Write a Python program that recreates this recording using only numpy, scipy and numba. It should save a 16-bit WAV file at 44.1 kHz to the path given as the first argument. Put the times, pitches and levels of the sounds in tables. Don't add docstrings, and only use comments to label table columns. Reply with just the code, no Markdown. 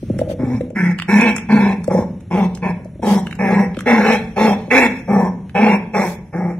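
import sys
import numpy as np
from scipy import signal
from scipy.fft import rfft, irfft, next_fast_len
from scipy.io import wavfile
from scipy.ndimage import uniform_filter1d, map_coordinates
from numba import njit

SR = 44100
rng = np.random.default_rng(int(sys.argv[2]) if len(sys.argv) > 2 else 0)


def attenuation_scalar(level_db):
    decades = np.asarray(level_db, float) / 20
    return 10 ** decades


def store_wav(level_fs):
    pcm = np.round(np.clip(np.atleast_2d(level_fs), -1, 1) * 32767)
    wavfile.write(sys.argv[1], SR, pcm.T.astype(np.int16))


N = 290619

# (frequency [Hz], level [dB per Hz])
HUM_COLOUR = [(15, -48.5), (25, 3), (193, 0.5), (297, -12.5), (920, -42.5), (1140, -37.5), (2240, -36.5),
              (4150, -48), (4750, -65.5), (5580, -46.5), (8590, -55), (10100, -47), (15500, -77.5)]
# (time [s], level [dB])
HUM_LEVEL = [(0.0, -46.5), (0.09, -37.5), (0.66, -43), (0.79, -59), (1.34, -43.5), (6.59, -46.5)]
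# (start [s], length [s], level [dB], centre [Hz])
PAW_SHIFTS = [
    (0.189, 0.034, -43, 4000),
    (0.282, 0.06, -41, 2500),
    (3.044, 0.13, -30.5, 4000),
    (6.02, .15, -39.5, 8000),
]
# (time [s], mouth ring [dB], chest thump [dB])
GRUNT_PULSES = [(0.03, -26, -13.5), (0.101, -14.5, -6.5), (0.141, -23.5, -20), (0.165, -27, -22),
                (0.193, -11.5, -15), (.216, -4, -16), (.238, -28, -19.5), (0.276, -19, -21.5),
                (.298, -13, -20), (0.315, -13, -17), (0.337, -18, -29), (0.398, -18.5, -16),
                (0.42, -22.5, -21), (0.433, -21, -7.5), (0.609, -9.5, -14.5), (0.635, -34, -20),
                (0.652, -38, -31), (.676, -34, -30), (0.706, -20, -38), (.73, -38, -24), (1.881, -4, -12.5),
                (1.915, -6.5, -15.5), (1.95, -3, -15.5), (1.987, -8, -6), (2.797, -28, -32),
                (2.857, -23.5, -27), (2.958, -36.5, -26), (2.996, -25.5, -21.5), (3.773, -19, -13.5),
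                (4.681, -23.5, -22)]
# (time [s], peak above 3 kHz [dB], body relative to peak [dB])
SMACKS_AND_TICKS = [(0.189, -28.5, 3.5), (0.61, -44.5, 13), (0.7025, -43.5, 0), (0.9876, -36, 21.5),
                    (0.9987, -50.5, 32.5), (1.0209, -34, 19), (1.211, -19.5, 1), (1.3629, -17, 1),
                    (1.3815, -25.5, 9.5), (1.8424, -28, -4.5), (1.877, -30, -1), (2.2064, -45, 8.5),
                    (2.5503, -28, -45), (2.573, -34.5, 1), (2.846, -43, -7), (3.269, -36.5, 15),
                    (3.3102, -39.5, 16.5), (3.3269, -37.5, 14.5), (3.3527, -35.5, -1), (3.7454, -53, 24),
                    (3.7682, -39, 15), (3.7896, -29, 10.5), (3.8062, -26, 7), (5.4948, -49.5, 15)]
# (start [s], swell [s], length until the push ends [s], chest tone [dB], top pitch [Hz])
GROWL_BURSTS = [(.39, .14, 0.19, -20.5, 254.5), (.757, 0.059, 0.16, -14, 175),
                (1.086, .115, .13, -8.5, 214.8), (1.205, .035, .11, -14.5, 238.4),
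                (1.492, 0.046, 0.24, -10, 212.1), (1.9, 0.042, .13, -16, 197.4),
                (2.31, .09, 0.15, -12.5, 200.3), (2.626, 0.041, 0.083, -15.5, 190),
                (3.025, 0.096, 0.17, -12.5, 199.2), (3.393, 0.16, 0.25, -11, 200.5),
                (3.862, .05, .17, -12.5, 236.7), (4.04, 0.072, 0.12, -14, 233.1),
                (4.366, .08, .17, -13.5, 222), (4.71, .06, 0.16, -15, 272.3), (5.082, 0.11, 0.2, -13, 198),
                (5.55, 0.13, 0.21, -12.5, 215), (5.941, .03, 0.13, -15.5, 199.1),
                (6.332, .06, .2, -19, 180)]
# (first pitch [Hz], throat [dB], mouth [dB], breath [dB], lips relative to mouth [dB])
GROWL_VOICES = [(249.25, -35, -43.5, -56, -27), (215, -32.5, -24.5, -48, -31.5),
                (194.4, -21, -20.5, -35.5, -20.5), (222, -18.5, -19.5, -34, -3.5),
                (205.5, -21, -26, -43.5, -13), (175, -23.5, -40.5, -48.5, -34),
                (170.8, -21, -37, -44.5, -7), (180, -22.5, -31.5, -50.5, -10.5),
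                (215, -20, -36, -38, -22.5), (190, -20.5, -25.5, -44.5, -20),
                (251.5, -16.5, -20, -38, -13.5), (205.5, -16, -20, -32, -7), (204.7, -15.5, -27, -35, -9),
                (226.1, -15.5, -13.5, -31, -15.5), (190, -19, -33.5, -47.5, -35),
                (203.9, -15.5, -24.5, -40, -2.5), (197, -17.5, -25.5, -38.5, -31),
                (159.4, -28.5, -38.5, -58.5, -48)]
# (frequency [Hz], level [dB per Hz])
BREATH_COLOUR = [(1760, -25), (3000, -2), (3240, 6), (4440, -3), (5060, -4.5), (5730, -1), (6390, -8.5),
                 (7700, -17), (8590, -15.5), (10100, -16.5), (15500, -33)]
# (start [s], length [s], level [dB], first resonance [Hz], last resonance [Hz])
LIP_WHEEZE = (1.495, .24, -37, 4500, 3200)
# (frequency [Hz], lead [radians])
LEFT_LEAD = [(200, .12), (400, .4), (700, .6), (1300, .25), (2500, 1.1), (5000, 1.2), (9000, 1.4),
             (14000, .8)]
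# (frequency [Hz], left minus right [dB])
LEFT_TILT = [(200, .5), (700, 2.5), (1400, -.5), (2500, -4), (5000, -.5)]
# (frequency [Hz], level [dB])
WALL_SCATTER = [(300, -30), (700, -19), (1400, -22), (3000, -9), (10000, -6)]
# (frequency [Hz], time to fall 60 dB [s])
ROOM_DECAY = [(150, 0.81), (800, 0.48), (2500, 0.38), (10000, 0.12)]

# (start below top [dB], sag by the push's end [dB], drop as it ends [dB], fade [dB per s])
TONE_SHAPE, THROAT_SHAPE = (8.3, 4.64, 2.7, 154), (2.7, 4.6, 11.8, 190)
MOUTH_SHAPE, BREATH_SHAPE = (3, 6, 8, 130), (6, 3.4, 9.12, 96)
ATTACK_S, DROP_S = .014, .0098
REST_HZ, SLACK, SETTLE_S = 164.06, .45, .09
ROUGH = .35


def unit(x):
    return x / np.sqrt(np.mean(x ** 2) + 1e-20)


def even(x, seconds=0.046):
    size = max(int(seconds * SR), 1)
    power = uniform_filter1d(uniform_filter1d(x * x, size), size)
    return x / np.sqrt(np.abs(power) + 1e-12)


def soft(x):
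    return uniform_filter1d(x, round(ATTACK_S * SR))


def along(points, hz):
    f, v = np.transpose(points)
    return np.interp(np.log(hz + 1), np.log(f + 1), v)


def wobble(rate):
    knots = rng.standard_normal(int(N * rate / SR) + 4)
    return map_coordinates(knots, [np.arange(N) * rate / SR])


def filtered(x, response):
    m = next_fast_len(N + SR // 2)
    return irfft(rfft(x, m) * response(np.fft.rfftfreq(m, 1 / SR)), m)[..., :N]


def band(x, low_hz, high_hz, order=4):
    return signal.sosfilt(signal.butter(order, [low_hz, high_hz], "band", fs=SR, output="sos"), x)


@njit
def resonate(x, turn, keep):
    y = np.zeros(len(x))
    for i in range(2, len(x)):
        y[i] = x[i] + 2 * keep * np.cos(turn[i]) * y[i - 1] - keep * keep * y[i - 2]
    return y


def cavity(x, hz, width_hz):
    return resonate(x, 2 * np.pi * hz / SR, np.exp(-np.pi * width_hz / SR))


def box(x):
    t = np.arange(SR // 40) / SR
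    walls = attenuation_scalar(-60 * t / .03) * rng.standard_normal((2, len(t)))
    walls = walls / np.linalg.norm(walls[0])
    first, second = signal.fftconvolve(x[None], walls, axes=1)[:, :N]
    turn = 3 * wobble(7)
    return x + np.cos(turn) * first + np.sin(turn) * second


def floor():
    s, db = np.transpose(HUM_LEVEL)
    noise = rng.standard_normal((2, N))
    mid, side = filtered(noise, lambda f: attenuation_scalar(along(HUM_COLOUR, f)) / (1 + (52 / (f + 1)) ** 4))
    level_db = np.interp(np.arange(N) / SR, s, db) + 9.5
    lumps = attenuation_scalar(level_db + 1.3 * wobble(7.1) + 0.5 * wobble(3.54))
    return lumps * unit(np.array([mid + 0.031 * side, mid - 0.031 * side]))


def fibres(hz):
    noise = band(rng.standard_normal((2, N)), hz / 3, min(hz * 1.4, 16000), order=1)
    return unit(noise * attenuation_scalar(0.85 * wobble(90) + 0.67 * wobble(24)))


def bedding():
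    t = np.arange(N) / SR
    shifts = np.zeros((2, N))
    for s, length, db, hz in PAW_SHIFTS:
        swell = np.sin(np.pi * np.clip((t - s) / length, 0, 1))
        shifts += attenuation_scalar(db) * swell * fibres(hz)
    settling = attenuation_scalar(-57.5 - 32.5 * t + 4 * wobble(10)) * (t < 0.93)
    return shifts + settling * fibres(4500)


def grunts():
    out, t = np.zeros(N + SR), np.arange(SR // 10) / SR
    rise = np.sin(np.pi / 2 * np.minimum(t / 0.006, 1)) ** 2
    fall = 85 * t + 480 * .007 * (1 - np.exp(-t / .007))
    thump = attenuation_scalar(-60 * t / 0.085) * np.sin(2 * np.pi * fall)
    ring_hz = 545 * (1 + .04 * rng.standard_normal(len(GRUNT_PULSES)))
    for (s, db, thump_db), hz in zip(GRUNT_PULSES, ring_hz):
        ring = np.sin(2 * np.pi * hz * t) + 0.17 * np.sin(2 * np.pi * 1.273 * hz * t)
        ring = attenuation_scalar(-60 * t / 0.019) * ring
        pulse = rise * (attenuation_scalar(db + 13.5) * ring + attenuation_scalar(thump_db) * thump)
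        out[round((s - .002) * SR):][:len(t)] += pulse
    return out[:N]


def ticks():
    edge, body, t = np.zeros(N + SR), np.zeros(N + SR), np.arange(SR // 30) / SR
    noises = rng.standard_normal((len(SMACKS_AND_TICKS), len(t)))
    for (s, db, body_db), noise in zip(SMACKS_AND_TICKS, noises):
        puff = attenuation_scalar(db - 60 * t / 0.011) * (1 - np.exp(-t / 0.0008)) * noise
        edge[round(s * SR):][:len(t)] += puff
        body[round(s * SR):][:len(t)] += attenuation_scalar(body_db) * puff
    bright = attenuation_scalar(11.5) * band(edge[:N], low_hz=3200, high_hz=8360, order=2)
    dull = attenuation_scalar(17.0) * band(body[:N], low_hz=1200, high_hz=3080, order=2)
    return bright + dull


def fold_snaps(cycles, half):
    chance = rng.standard_normal((2000, 2))[:int(cycles[-1])]
    at = np.searchsorted(cycles, np.arange(len(chance)) + .6).clip(0, N - 1)
    size = attenuation_scalar(8 * ROUGH * chance[:, 0]) * (1 - half[at] * (np.arange(len(at)) % 2))
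    late = (ROUGH * .0006 * SR * chance[:, 1]).astype(int)
    snaps = np.bincount(np.clip(at + late, 0, N - 1), size, N)
    return snaps + .55 * np.roll(snaps, round(.0023 * SR))


def growl():
    t = np.arange(N) / SR
    rows = np.hstack([GROWL_BURSTS, GROWL_VOICES])
    which = np.searchsorted(rows[:, 0], t) - 1
    now = rows[np.maximum(which, 0)].T
    start, rise, length, top_db, top_hz, first_hz, throat_db, mouth_db, breath_db, lip_db = now
    age = t - start
    before = np.clip(1 - age / rise, 0, 1)
    after = np.clip((age - rise) / np.maximum(length - rise, .01), 0, 1)
    over = np.maximum(age - length, 0)

    def gain(db, under, sag, drop, fade):
        db = db - under * before ** 2 - sag * after ** 2
        db = db - drop * (1 - np.exp(-over / DROP_S)) - fade * over
        return soft((which >= 0) * attenuation_scalar(db))

    tense = (1 - SLACK * after) * np.exp(-over / SETTLE_S)
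    hz = soft(REST_HZ + (top_hz - REST_HZ) * tense + (first_hz - top_hz) * before)
    throb = soft(np.clip(.68 - .006 * (top_hz - REST_HZ), .2, .7))
    half = np.where(which < 1, .9, .1)
    flap = np.cos(2 * np.pi * np.cumsum(29.0 * (1 + .12 * wobble(10))) / SR)
    lopsided = .45 * (2 * flap ** 2 - 1) * wobble(9)
    swell = even(1 + throb * (flap + lopsided))
    cycles = np.cumsum(hz * (1 + .06 * flap * throb + .03 * wobble(70))) / SR
    tone = np.sin(2 * np.pi * cycles) + half ** 2 * np.sin(np.pi * cycles)
    tone = np.sqrt(2) * tone * attenuation_scalar(2.2 * wobble(45) - 1.5)
    octave = attenuation_scalar(-22.5 + 1.2 * wobble(30)) * np.sin(4 * np.pi * cycles)

    snaps = fold_snaps(cycles, half)
    gate = .4 + (.5 + .5 * np.cos(2 * np.pi * (cycles - .7))) ** 2
    hiss = unit(gate * rng.standard_normal((3, N)))
    voiced = np.sqrt(1 - ROUGH) * even(snaps - snaps.mean())
    drive = [voiced + np.sqrt(ROUGH) * air for air in hiss]

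    throat = box(cavity(drive[0], np.full(N, 827.0), width_hz=400))
    throat = even(band(throat, low_hz=280, high_hz=1120, order=5)) + octave
    chest_hz = soft(428 - 5 * np.clip(200 - top_hz, 0, 24))
    chest = even(band(cavity(drive[0], chest_hz, width_hz=70), low_hz=250, high_hz=480))

    mouth_hz = 1987 * (1 + .06 * wobble(5))
    mouth = cavity(drive[1], .86 * mouth_hz, width_hz=650)
    mouth = box(cavity(mouth, 1.15 * mouth_hz, width_hz=500))
    lips = soft(attenuation_scalar(lip_db)) * even(band(mouth, low_hz=2413, high_hz=3100, order=3))
    mouth = even(band(mouth, low_hz=1391, high_hz=2500, order=6)) + lips

    breath = even(filtered(box(drive[2] + hiss[2]), lambda f: attenuation_scalar(along(BREATH_COLOUR, f))))
    palate = soft(attenuation_scalar(-5.5 + .4 * (lip_db + 15))) * band(breath, low_hz=2900, high_hz=4450, order=6)
    middle = band(breath, low_hz=5150, high_hz=8500, order=6)
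    teeth = attenuation_scalar(2.34) * band(breath, low_hz=8500, high_hz=15500)
    breath = even(palate + middle + teeth)

    low = gain(top_db, *TONE_SHAPE) * tone * swell
    low += gain(throat_db, *THROAT_SHAPE) * throat * np.abs(swell) ** 0.1
    low += gain((top_db + throat_db) / 2 - 7, *THROAT_SHAPE) * chest * np.abs(swell)
    bark_db = 2 * np.exp(-np.abs(age) / 0.056)
    high = gain(mouth_db + bark_db, *MOUTH_SHAPE) * mouth + gain(breath_db, *BREATH_SHAPE) * breath
    return low + high * attenuation_scalar(1.15 * wobble(40))


def wheeze():
    s, length, db, first_hz, last_hz = LIP_WHEEZE
    done = np.clip((np.arange(N) / SR - s) / length, 0, 1)
    hz = first_hz + (last_hz - first_hz) * done
    air = cavity(rng.standard_normal(N), hz, width_hz=700)
    air = even(cavity(air, hz, width_hz=700))
    return attenuation_scalar(db) * np.minimum(done / 0.078, 1) * (1 - done) * air


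def room(x):
    hz, t, z = signal.stft(rng.standard_normal((2, SR // 2)), SR, nperseg=256)
    apart = np.clip(hz / 2500, 0, 1)[:, None]
    z = np.array([z[0] + apart * z[1], z[0] - apart * z[1]])
    decay = attenuation_scalar(-60 * t / along(ROOM_DECAY, hz)[:, None])
    tail = signal.istft(z * decay, SR, nperseg=256)[1]
    return signal.fftconvolve(x[None], tail / np.linalg.norm(tail[0]), axes=1)[:, :N]


def scene():
    hum, rustle = floor(), bedding()
    near = grunts() + ticks() + growl() + wheeze()
    half = np.array([[.5], [-.5]])

    def sides(f):
        return attenuation_scalar(half * along(LEFT_TILT, f)) * np.exp(1j * half * along(LEFT_LEAD, f))

    ports = filtered(near, sides)
    echoes = box(near) - near
    ports = ports + 2 * half * filtered(echoes, lambda f: attenuation_scalar(along(WALL_SCATTER, f)))
    return ports + attenuation_scalar(-10) * room(near) + hum + rustle


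def thinned(x, start_hz, holes, valley, depth_db, sparse):
    hz, _, z = signal.stft(x, SR, nperseg=1536)
    power, width = np.abs(z) ** 2 + 1e-14, 10
    local = np.abs(uniform_filter1d(power, width, 1))
    around = np.abs(uniform_filter1d(power, 70, 1))
    under_db = 10 * np.log10(uniform_filter1d(around / local, 3, 2))
    field = unit(uniform_filter1d(rng.standard_normal(z.shape), 9, 2))
    field = unit(0.55 * field[0] + field)
    field = field + valley * np.clip(under_db, 0, 12) * np.clip(hz[:, None] / 1200 - 2.4, .25, 1)
    field = field[:, np.arange(len(hz)) // width * width]
    band_keep = 1 / (1 + np.exp(6 * (field - holes)))
    keep = band_keep / (1 + (sparse ** 2 * local / power) ** 2)
    gain = np.maximum(keep, attenuation_scalar(depth_db)) * attenuation_scalar(7)
    blend = np.clip((hz[:, None] - start_hz) / 200, 0, 1)
    return signal.istft(z * (1 - blend + blend * gain), SR, nperseg=1536)[1][:, :N]


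def roll_off(x):
    return signal.sosfilt(signal.butter(12, 15670, fs=SR, output="sos"), x)


def record(dry):
    x = dry / (1 + np.abs(dry / 1.12) ** 5) ** (1 / 5)
    x = thinned(x, start_hz=2650, holes=1.0, valley=.3, depth_db=-45, sparse=1.15)
    x = filtered(x, lambda f: f < 15680)
    return roll_off(x)


dry = scene()
out = record(dry)
store_wav(out)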